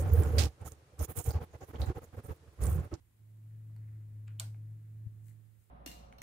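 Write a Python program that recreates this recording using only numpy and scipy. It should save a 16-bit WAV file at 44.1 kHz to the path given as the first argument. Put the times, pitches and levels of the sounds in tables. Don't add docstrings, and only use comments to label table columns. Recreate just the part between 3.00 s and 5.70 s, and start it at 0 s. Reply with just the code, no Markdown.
import sys
import numpy as np
from scipy import signal
from scipy.fft import rfft, irfft
from scipy.io import wavfile
from scipy.ndimage import uniform_filter1d

SR = 44100
rng = np.random.default_rng(int(sys.argv[2]) if len(sys.argv) > 2 else 0)


def transcribe(u):
    v = np.clip(np.atleast_2d(u).T, -1, 1)
    q = np.round(v * 32767).astype(np.int16)
    wavfile.write(sys.argv[1], SR, q)


def how_loud(loudness_db):
    steps = np.asarray(loudness_db, float) / 20
    return 10 ** steps


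N = 119070
T = np.arange(N) / SR
SNAP_S = 1.3975
LEFT_LAG_S = 0.0003
TOP_HZ = 15730


def evened(x):
    return x / np.sqrt(np.mean(x ** 2) + 1e-20)


def read(points, hz):
    f, value = np.transpose(points)
    return np.interp(np.log(hz + 1), np.log(f + 1), value)


def panned(pan_db):
    return how_loud(np.array([0.5 * pan_db, -0.5 * pan_db]))


def placed(level_db, pan_db):
    return how_loud(level_db) * panned(pan_db)[:, None]


def bump(centre, half_width):
    return np.exp(-0.5 * ((T - centre) / half_width) ** 2)


# (frequency [Hz], likeness [0 to 1])
LIKENESS = [(30, .6), (60, 0.8), (130, 0.7), (220, 0.2), (550, 0.1), (1650, 0.05), (5000, .02),
            (15000, 0.039)]


def noise(shape):
    hz = np.fft.rfftfreq(N, 1 / SR)
    a, b = rfft(rng.standard_normal((2, N)))
    alike = np.clip(read(LIKENESS, hz), -1, 1)
    right = alike * a + np.sqrt(1 - alike ** 2) * b
    edge = (hz > shape[0][0] * 0.5) * (hz < TOP_HZ)
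    return evened(irfft(np.array([a, right]) * how_loud(read(shape, hz)) * edge, N))


def fuzzy(hz, width):
    r = np.exp(-np.pi * width / SR)
    z = rng.standard_normal(N) + 1j * rng.standard_normal(N)
    for _ in range(2):
        z = signal.lfilter([1 - r], [1, -r], z)
    return evened((z * np.exp(2j * np.pi * hz * T)).real)


def ring(start, hz, t60, phase=0.0):
    out, first = np.zeros(N), int(np.ceil(start * SR))
    t = T[first:first + int(2 * t60 * SR)] - start
    out[first:first + len(t)] = how_loud(-60 * t / t60) * np.sin(2 * np.pi * hz * t + phase)
    return out


# (time [s], pitch [Hz], level [dB], left-right difference [dB])
ENGINE_PATH = [(0.0, 110.9, -72.5, -16.5), (0.16, 108.2, -71, -2), (0.22, 106.5, -57, -3.5),
               (0.55, 109.4, -48, 1.5), (0.98, 107.9, -45, 0.5), (1.07, 106.3, -48, 1.5),
               (1.47, 107.2, -42.5, 0.5), (1.77, 108.7, -46.5, 1.5), (1.8, 108.4, -50, -1.0),
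               (2.03, 108.6, -47, -2), (2.07, 107.2, -45.5, 5.5), (2.13, 106.7, -50, -4.5),
               (2.3, 109, -51, -5), (2.59, 107.8, -65.5, -23), (2.65, 106.7, -72.5, -22),
               (2.7, 105.6, -69.5, -37)]
# (pitch [Hz], width [Hz], level against the hum [dB])
ENGINE_TONES = [(80, 9, -24), (155.1, 4, -25), (51.6, 8.2, -34.5), (295.5, 15, -36.5), (328.8, 16, -38.5),
                (222.9, 24, -37)]
# (frequency [Hz], level [dB])
RUMBLE_SHAPE = [(28, -23), (42, -20.5), (55, -3.5), (130, -1.5), (200, 0.5), (330, -8), (600, -17.5),
                (1400, -41)]
# (frequency [Hz], level [dB])
ROAD_SHAPE = [(700, -9), (1200, -2.5), (2000, 4), (2600, -6), (3500, -28.5)]
# (centre [s], half width [s], level [dB])
TYRE_SWELLS = [
    (0.92, 0.17, -1),
    (1.85, 0.16, -4.5),
    (0.53, 0.027, -14),
    (.9, .04, -3),
    (.79, .02, -6),
]


def engine():
    s, hz, db, pan = np.transpose(ENGINE_PATH)
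    level = np.interp(T, s, db)
    gains = panned(np.interp(T, s, pan))
    swell = level - db.max()

    turns = np.cumsum(np.interp(T, s, hz)) / SR
    turns = turns - np.interp(2.0705, T, turns)
    waver_db = 0.67 * fuzzy(0, 25.8)
    hum = -np.sqrt(2) * np.cos(2 * np.pi * turns) * how_loud(level + waver_db)

    tones = 0
    for f, width, below in ENGINE_TONES:
        steady = 1.38 * np.sin(2 * np.pi * f * T)
        tones = tones + how_loud(db.max() + below - 3.5) * (fuzzy(f, width) + steady)
    tones = tones * how_loud(0.66 * swell)

    rumble = noise(RUMBLE_SHAPE) * how_loud(-67.5 + 0.44 * swell)

    near = 0.74 * how_loud(0.51 * swell)
    near = near + sum(how_loud(d) * bump(centre, width) for centre, width, d in TYRE_SWELLS)
    grain_db = 2.5 * fuzzy(0, 59.8)
    road = noise(ROAD_SHAPE) * how_loud(-86.5 + grain_db) * near
    return hum * gains / gains.mean(0) + tones + rumble + road


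# (frequency [Hz], level [dB per Hz])
HISS_SHAPE = [(180, -40.5), (300, -7), (600, -15), (1900, -16), (3200, -20), (5900, -25), (7000, -19.5),
              (15800, -18)]


def microphone():
    return how_loud(-78) * noise(HISS_SHAPE)


# (time [s], level [dB], pitch [Hz], left-right difference [dB])
JOLTS = [
    (0.0123, -58, 89, -7),
    (2.0705, -42, 105, 15.5),
    (2.0660, -58.5, 220, 16.5),
    (2.6, -60, 75, 0),
    (.118, -67, 72, 2),
    (2.625, -68, 70, 0),
    (.038, -61.5, 65, -1),
    (.080, -64.5, 68, -3),
    (.152, -64, 83, 3),
]


def camera():
    out = 0
    for s, db, hz, pan in JOLTS:
        pulse = np.exp(-0.5 * ((T - s) * hz / 0.55) ** 2)
        out = out - placed(db, pan) * pulse * np.cos(2 * np.pi * hz * (T - s))
    return out


# (time [s], level
# [dB], pitch [Hz], left-right difference [dB], length of ring [cycles])
SMALL_TICKS = [(.5102, -64, 1894, 0, 7.7), (0.5489, -69, 1800, -1, 7.7), (.698, -68, 1150, -4, 8),
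               (.706, -67, 620, 0, 8), (.7633, -63, 1988, 5, 10), (0.7637, -62, 8200, -1, 14),
               (.7643, -68, 4460, 3, 24), (.7636, -64, 11500, 3, 9), (0.763, -64, 850, -1, 7),
               (0.7637, -66, 1280, 1, 7), (0.7635, -74, 3100, 2, 7), (1.2792, -62, 1250, 6, 6),
               (1.2980, -66, 2900, 2, 14), (1.3055, -62, 1700, 0, 10), (1.2725, -64, 2550, 7, 9),
               (1.2755, -61, 2600, 0, 14), (1.2768, -68, 7720, -2, 60), (1.2794, -52, 2500, 11, 8),
               (1.2812, -63, 7400, -2, 30), (1.2817, -58, 1700, 1, 14), (1.2808, -62, 3500, 0, 12),
               (1.2805, -69, 4900, -5, 35), (1.2813, -71, 6650, 0, 36), (1.2842, -60, 1400, 0, 10),
               (1.286, -62, 2400, -2, 12), (1.2915, -64, 1700, 0, 10), (1.3910, -55, 3000, 4, 18),
               (1.5450, -60, 2270, 3, 11), (1.5466, -62, 1600, 0, 9), (1.5470, -64, 706, -14, 7.7),
               (2.2848, -68, 4100, 11, 12), (2.2848, -66, 1981, 12, 10), (2.2845, -68, 6600, 10, 20),
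               (2.2670, -70, 1900, 6, 12), (2.2995, -70, 2000, 6, 12), (2.3110, -69, 1950, 6, 16),
               (.7642, -66, 13900, 3, 40), (1.2752, -65, 3800, 0, 10), (1.3985, -54, 1370, 2, 18),
               (2.285, -71, 2900, 8, 9)]


def small_ticks():
    out = 0
    for s, db, hz, pan, cycles in SMALL_TICKS:
        rise = 1 - np.exp(-np.clip(T - s, 0, None) * hz / 0.68)
        out = out + placed(db + 5.5, pan) * ring(s, hz, cycles / hz) * rise
    return out


# (frequency [Hz], time to fall 60 dB [s])
ECHO_TIME = [(400, 0.37), (1000, 0.23), (2000, 0.27), (3500, 0.23), (6000, 0.29), (8500, 0.23),
             (15000, 0.3)]
# (frequency [Hz], level [dB])
ECHO_COLOUR = [(300, -10.5), (700, 4.5), (2000, -3), (4200, 1.5), (5800, -4), (7500, -4.5), (9600, -2),
               (15500, -10.5)]


def room(x):
    n, gap_s, build_s = SR // 2, 0.004, 0.0068
    taps = rng.choice([-1.0, 1.0], (2, n)) * (rng.random((2, n)) < 0.3) * (T[:n] > gap_s)
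    hz, t, z = signal.stft(taps, SR, nperseg=128)
    z = z * (1 - 0.57 * np.exp(-t / build_s)) * (hz < TOP_HZ)[:, None]
    fade_db = read(ECHO_COLOUR, hz)[:, None] - 60 * t / read(ECHO_TIME, hz)[:, None]
    tail = signal.istft(z * how_loud(fade_db), SR, nperseg=128)[1]
    return signal.fftconvolve(x[None], tail / np.linalg.norm(tail[0]), axes=1)[:, :N]


# (start [s], level [dB], pitch [Hz], left-right difference [dB], swell time [s])
SWITCH_PARTS = [(1.39709, -44.5, 13960.0, -10, 0.00027), (1.39723, -35.7, 3490.0, 1, 0.00045),
                (1.39737, -38.9, 10840.0, -2, 0.00018), (1.39738, -40.3, 6470.0, 3, 0.00097),
                (1.3974, -43.7, 15430.0, 3, 0.00025), (1.39744, -51.5, 1420.0, 2, 0.0015),
                (1.39748, -37.9, 13350.0, 11, 0.00012), (1.3975, -38.2, 7420.0, -16, 0.00027),
                (1.39762, -38.2, 4570.0, 11, 0.00019), (1.39832, -31.3, 8250.0, 7, 0.00027),
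                (1.39833, -40.8, 5090.0, -13, 0.0004), (1.39858, -36.5, 4500.0, -9, 0.00042),
                (1.39871, -43.4, 10130.0, -5, 0.0007), (1.39872, -32.9, 7210.0, -14, 0.00029),
                (1.39875, -44.6, 2490.0, 12, 0.00025), (1.39894, -46.0, 13890.0, -14, 0.00017),
                (1.39911, -47.7, 11470.0, 3, 0.00047), (1.39921, -33.8, 7760.0, 10, 0.00025),
                (1.39954, -39.2, 4730.0, 8, 0.00028), (1.40033, -50.1, 13240.0, 5, 0.00023),
                (1.40047, -37.9, 7760.0, -1, 0.00026), (1.40083, -42.4, 4270.0, 4, 0.00024),
                (1.40099, -50.4, 9630.0, 10, 0.0003), (1.40181, -39.9, 7110.0, -7, 0.00024),
                (1.40199, -45.3, 13560.0, -6, 0.00029), (1.40208, -45.1, 3250.0, -3, 0.00031),
                (1.40227, -40.8, 9130.0, 2, 0.00023), (1.40228, -42.3, 6120.0, -9, 0.00035),
                (1.40232, -48.2, 14190.0, -1, 0.00047), (1.40249, -52.8, 2370.0, 12, 0.00113),
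                (1.40277, -44.6, 7970.0, -8, 0.00049), (1.403, -53.6, 10950.0, -9, 0.00034),
                (1.40332, -43.7, 5380.0, 5, 0.00022), (1.40351, -48.1, 4340.0, -2, 0.00023),
                (1.40365, -45.1, 8980.0, 7, 0.00036), (1.40434, -49.1, 8060.0, -1, 0.00091),
                (1.40544, -47.2, 7050.0, -6, 0.00021)]


def parts():
    out = np.zeros((2, N))
    first = int(SWITCH_PARTS[0][0] * SR) - SR // 100
    span = slice(first, first + SR // 20)
    lag = np.array([[LEFT_LAG_S], [0]])
    for s, db, hz, pan, swell in SWITCH_PARTS:
        t = np.clip(T[span] - s - lag, 0, None)
        shape = t / swell * np.exp(1 - t / swell)
        out[:, span] += placed(db, pan) * shape * np.sin(2 * np.pi * hz * t)
    return how_loud(1.2) * out


SPRING_PITCHES = (8460, 8600)


def crack():
    click = np.arange(N) == int(SNAP_S * SR)
    spring = sum(ring(SNAP_S, hz, 0.013, np.pi / 2) for hz in SPRING_PITCHES)
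    return how_loud(-20.5) * click + how_loud(-46.5) * spring


# (pitch [Hz], level [dB], time to fall 60 dB [s])
WALL_TONES = [(668, -48, 0.11), (838, -52, 0.085), (577, -55, 0.082), (1020, -57, .05), (1360, -56, 0.05),
              (1605, -55, 0.06), (440, -55, 0.097)]


def wall():
    rise_s = 0.015
    rise = 1 - np.exp(-(np.clip(T - SNAP_S, 0, None) / rise_s) ** 2)
    return rise * sum(how_loud(db) * ring(SNAP_S, hz, t60) for hz, db, t60 in WALL_TONES)


# (centre [s], half width [s], level [dB], left-right difference [dB])
SLEEVE_RUBS = [(2.2890, 0.011, -80, 6), (2.2900, 0.04, -79, 13.5), (2.6250, 0.034, -79, 2),
               (2.2462, .0013, -76, 5), (2.2610, 0.001, -74, 3), (2.2680, 0.0011, -71, 6),
               (2.272, .001, -75, 6), (2.283, 0.00091, -72, 8), (2.2935, 0.00091, -70.5, 6),
               (2.297, .001, -78, 6), (2.309, .001, -79, 4)]
# (frequency [Hz], level [dB])
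CLOTH_SHAPE = [(1500, -25), (5000, -14.5), (7500, -1), (10000, -2), (15000, -3)]


def sleeve():
    crackles_per_s = 580
    grains = rng.exponential(1, N) * (rng.random(N) < crackles_per_s / SR)
    grains = evened(uniform_filter1d(grains, size=60))
    cloth = evened(noise(CLOTH_SHAPE) * (1 + how_loud(-7.5) * grains))
    return cloth * sum(placed(db, pan) * bump(s, width) for s, width, db, pan in SLEEVE_RUBS)


def scene():
    ticks, thud = small_ticks(), wall()
    dulled = uniform_filter1d(ticks[0], size=5)
    echoes = room(crack() + how_loud(-14.5) * thud + how_loud(-4.5) * dulled)
    wide_thud = np.array([np.roll(thud, round(LEFT_LAG_S * SR)), thud])
    switch = parts() + wide_thud + ticks + echoes
    return engine() + microphone() + camera() + switch + sleeve()


def top_cut(x):
    return signal.sosfilt(signal.butter(12, 16640, fs=SR, output="sos"), x)


def record(dry):
    edge = signal.firwin(255, 16500, fs=SR)
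    mix = signal.oaconvolve(dry, edge[None], "same")
    return top_cut(mix)


dry = scene()
out = record(dry)
transcribe(out)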